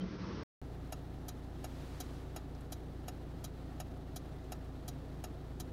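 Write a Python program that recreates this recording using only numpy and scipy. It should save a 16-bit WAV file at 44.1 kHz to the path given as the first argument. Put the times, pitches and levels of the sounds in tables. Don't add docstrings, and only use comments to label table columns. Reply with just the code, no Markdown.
import sys
import numpy as np
from scipy import signal
from scipy.fft import rfft, irfft, next_fast_len
from scipy.io import wavfile

SR = 44100
rng = np.random.default_rng(int(sys.argv[2]) if len(sys.argv) > 2 else 0)


def transcribe(u):
    v = np.clip(np.atleast_2d(u).T, -1, 1)
    q = np.round(v * 32767).astype(np.int16)
    wavfile.write(sys.argv[1], SR, q)


N = 252252
TIME = np.arange(N) / SR


def from_db(db):
    return 10 ** (np.asarray(db) / 20)


def rms_one(x):
    return x / np.sqrt(np.mean(x ** 2) + 1e-20)


def fader(points, offset_db=0):
    return from_db(np.interp(TIME, *np.transpose(points)) + offset_db)


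def drift(rate_hz):
    hop, settle = 40, 2000
    pole = np.exp(-2 * np.pi * rate_hz * hop / SR)
    white = rng.standard_normal(N // hop + settle + 2)
    slow = signal.lfilter([1], [1, -2 * pole, pole * pole], white)[settle:]
    return np.interp(np.arange(N) / hop, np.arange(len(slow)), rms_one(slow))


def noise(colour):
    hz, db = np.transpose(colour)
    size = next_fast_len(N)
    bin_hz = np.maximum(np.arange(size // 2 + 1) * SR / size, 1)
    eq = from_db(np.interp(np.log(bin_hz), np.log(hz), db))
    low_cut = np.minimum(bin_hz / hz[0], 1) ** 2
    return rms_one(irfft(rfft(rng.standard_normal(size)) * eq * low_cut, size)[:N])


def band(x, hz, width_hz):
    edges = np.clip([hz - width_hz / 2, hz + width_hz / 2], 10, .45 * SR)
    return signal.sosfilt(signal.butter(2, edges, "band", fs=SR, output="sos"), x)


def tone(cycles, db, waver):
    angle = 2 * np.pi * cycles
    wave = (1 + waver * drift(7.9)) * np.cos(angle) + waver * drift(10) * np.sin(angle)
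    return np.sqrt(2) * from_db(db) * wave


def noise_ping(peak_db, hz, t60_s, width_share=0.46):
    t = np.arange(SR // 6) / SR
    burst = rng.standard_normal(len(t)) * from_db(-60 * t / t60_s)
    ring = band(burst, hz, width_share * hz)
    return from_db(peak_db) * ring / np.abs(ring).max()


def add(out, start_s, sound):
    at = max(int(start_s * SR), 0)
    out[at:at + len(sound)] += sound[:len(out) - at]


# freq_hz, relative_db
RUMBLE_COLOUR = [(21, -69.5), (35, -28), (48, -6), (129, -7.5), (183, -4.5), (260, -11.5), (298, -7),
                 (518, -16.5), (700, -24.5), (910, -63), (1540, -120)]
# time_s, level_db
RUMBLE_FADER = [(0.0, -48), (0.042, -39.5), (0.072, -47.5), (0.15, -45.5), (0.178, -49.5), (0.218, -44.5),
                (0.34, -43.5), (0.42, -44)]
# pitch_hz, level_db
BOOM_TONES = [(64, -53.5), (184, -50.5), (1352, -68.5)]


def car_rumble():
    rumble = fader(RUMBLE_FADER, offset_db=0.6) * noise(RUMBLE_COLOUR)
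    boom = sum(tone(hz * TIME + rng.random(), db, waver=0.38) for hz, db in BOOM_TONES)
    return rumble + boom


# freq_hz, relative_db
RUSH_AND_FLOOR_COLOUR = [(700, -4.5), (850, 0), (1080, -5), (1450, -1.5), (2000, -4), (3200, -10),
                         (5600, -10), (6550, -22.5), (7000, -41), (9500, -41), (12000, -50.5), (14000, -71)]
# time_s, level_db
RUSH_FADER = [(0.0, -62.5), (0.014, -56), (0.024, -60), (0.156, -57.5), (0.178, -61.5), (0.196, -56.5),
              (0.382, -56), (0.42, -57)]
# time_s, level_db
SWELL_FADER = [(0.0, -68), (0.044, -59), (0.158, -65), (0.228, -61), (0.242, -54), (0.33, -55),
               (0.348, -66), (0.366, -57), (0.42, -58.5)]


def air_rush():
    rush_and_floor = fader(RUSH_FADER, offset_db=1) * noise(RUSH_AND_FLOOR_COLOUR)
    mids = rms_one(band(rng.standard_normal(N), hz=1092, width_hz=310))
    out = rush_and_floor + fader(SWELL_FADER, offset_db=-1) * mids
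    add(out, .004, noise_ping(peak_db=-53, hz=3130, t60_s=0.07, width_share=0.031))
    return out


# multiple of the firing rate, level_db
ENGINE_ORDERS = [(1, -58.5), (1.5, -70), (2, -49), (2.5, -72.5), (3, -54), (4, -57), (4.5, -63.5), (5, -61),
                 (5.5, -67), (6, -63), (8, -68), (9, -59), (10, -64), (11, -67.5), (12, -65), (13, -69.5)]
# pitch_hz, level_db
BELT_AND_FAN = [(125.5, -67), (140, -57.5), (280, -65.5), (309, -65.5), (377, -70), (506, -73), (637, -73),
                (758, -76.5), (841, -78)]
# freq_hz, relative_db
IDLE_COLOUR = [(25, -9), (45, -4.5), (75, 2), (100, -3.5), (135, 3.5), (205, 0.5), (265, 1.5), (335, -4.5),
               (375, -1.5), (430, -2.5), (580, -7), (730, -6), (950, -16), (1500, -22.5), (3000, -56.5)]


def engine(firing_hz=29.03, speed_wander=0.001995, rumble_db=-52.5, throb_db=1.17, mount_lag_cycles=.35):
    firings = np.cumsum(firing_hz * (1 + speed_wander * drift(1))) / SR
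    hum = 0
    for order, db in ENGINE_ORDERS:
        scatter = rng.random() * (order > 3)
        lag = mount_lag_cycles * (order > 1) + scatter
        hum += tone(order * firings - lag, db, waver=0.023 + 0.028 * order)
    whine = sum(tone(hz * TIME + rng.random(), db, waver=0.29) for hz, db in BELT_AND_FAN)
    throb = from_db(throb_db * np.sin(2 * np.pi * firings))
    return hum + whine + from_db(rumble_db) * throb * noise(IDLE_COLOUR)


# freq_hz, relative_db
HISS_COLOUR = [(500, -4), (900, 1), (1350, 2), (1500, -1.5), (1800, -0.5), (2300, -6.5), (3200, -6.5),
               (4000, -6.5), (5000, -12), (7000, -16.5), (10000, -19), (15500, -21.5)]


def cabin_hiss(level_db=-64, flutter_db=1):
    return from_db(level_db + flutter_db * drift(29)) * noise(HISS_COLOUR)


# pitch_hz, width_hz, pull_in_db, let_go_db
RELAY_MODES = [(720, 250, 2.5, -6), (1273, 165, 2.5, -1.5), (1750, 390, -3, -8), (2382, 195, -2, -8),
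               (2610, 72, -7, -26), (2824, 280, -1.5, -13.5), (3120, 94, -21, -8), (3290, 290, -6.5, -2),
               (3903, 88, 1, 5), (4140, 180, -9, -4), (4700, 450, -8, -4), (5090, 140, -3, -2),
               (5480, 230, -2.5, -3.5), (5780, 210, -6, -0.5), (6150, 200, -16, 1.5), (6670, 320, 0, -2.5),
               (6990, 210, -3.5, -1.5), (8600, 4500, -13, -11.5), (9850, 830, -10, -4),
               (10820, 340, -6.5, -4.5), (11370, 360, -6, -7), (12240, 790, -15, -4), (12950, 240, -5, -8),
               (14000, 1000, -14, -10), (15150, 300, -15, -8)]


def relay_click(t, paths, letting_go, rise_s=0.0017, chatter_t60_s=0.044, tail_db=-22, tail_t60_s=0.18):
    hold_s = .009 if letting_go else .007
    attack = np.minimum(t / rise_s, 1)
    click = 0
    for (hz, width_hz, pull_in_db, let_go_db), path in zip(RELAY_MODES, paths):
        age = t * (hz / 5000) ** 0.11
        chatter = from_db(-60 * np.maximum(age - hold_s, 0) / chatter_t60_s)
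        tail = from_db(tail_db - 60 * age / tail_t60_s)
        ring = rms_one(band(path * attack * (chatter + tail), hz, width_hz))
        click += from_db(let_go_db if letting_go else pull_in_db) * np.sqrt(width_hz) * ring
    return click / np.sqrt(np.sum(click ** 2) / (SR * hold_s))


# pitch_hz, relative_db, peak_time_s
PANEL_MODES = [(709, 0.5, 0.0021), (1355, -18, 0.0018)]
# delay_s, relative_db
CABIN_ECHOES = [(0, 0), (.0095, -9), (.0178, -11.5)]


def panel_knock(t):
    knock = 0
    for hz, db, peak_s in PANEL_MODES:
        envelope = (t / peak_s * np.exp(1 - t / peak_s)) ** 2
        knock += from_db(db) * envelope * np.sin(2 * np.pi * hz * t)
    out = np.zeros(len(t))
    for delay_s, db in CABIN_ECHOES:
        add(out, delay_s, from_db(db) * knock)
    return out


# start_s, base_level_db
RELAY_STROKES = [(0.9213, -35.5), (1.2813, -37), (1.6403, -37.5), (2.0003, -35), (2.3598, -36.5),
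                 (2.7198, -37), (3.0793, -36), (3.4393, -37), (3.7983, -36.5), (4.1588, -37),
                 (4.5178, -36.5), (4.8778, -37), (5.2373, -36.5), (5.5973, -37)]


def indicator(click_db=-8, pull_knock_db=-1.6, let_go_knock_db=-7, knock_lag_s=0.00249, variation=.35):
    t = np.arange(SR // 8) / SR
    paths = rng.standard_normal((2, len(RELAY_MODES), len(t)))
    knock = panel_knock(t)
    out = np.zeros(N)
    for stroke, (start_s, base_db) in enumerate(RELAY_STROKES):
        letting_go = stroke % 2
        varied_paths = paths[letting_go] + variation * rng.standard_normal(paths[0].shape)
        add(out, start_s, from_db(base_db + click_db) * relay_click(t, varied_paths, letting_go))
        knock_db = let_go_knock_db if letting_go else pull_knock_db
        add(out, start_s + knock_lag_s, from_db(base_db + knock_db) * knock)
    return out


# start_s, peak_db, pitch_hz, t60_s
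TRIM_HITS = [(1.139, -40, 132, .14), (2.0435, -56, 7000, 0.008), (2.549, -52.5, 4900, 0.03),
             (2.608, -57.5, 9500, .05), (4.44, -61.5, 7000, .035)]


def loose_trim():
    out = np.zeros(N)
    for start_s, peak_db, hz, t60_s in TRIM_HITS:
        add(out, start_s, noise_ping(peak_db, hz, t60_s))
    return out


# freq_hz, relative_db
SWISH_EQ = [(500, 14.5), (1200, 7), (2500, 1.5), (4000, 1), (7000, -6), (11000, -10), (15500, -15)]
# time_s, level_db
SWISH_FADER = [(0, -90), (1.35, -98), (1.6, -64), (1.8, -59), (1.95, -59), (2.18, -61), (2.32, -72),
               (2.6, -83), (3, -88), (5.72, -75)]


def swish():
    return fader(SWISH_FADER) * noise(SWISH_EQ)


def scene(rumble_end_s=.4337, idle_start_s=.616):
    opening = car_rumble() + air_rush()
    cabin = engine() + cabin_hiss() + indicator() + loose_trim() + swish()
    return (opening * (TIME < rumble_end_s) + cabin * (TIME > idle_start_s))[None]


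def record(dry, cutoff_hz=15750):
    return signal.sosfilt(signal.ellip(10, .2, 70, cutoff_hz, fs=SR, output="sos"), dry)


dry = scene()
out = record(dry)
transcribe(out)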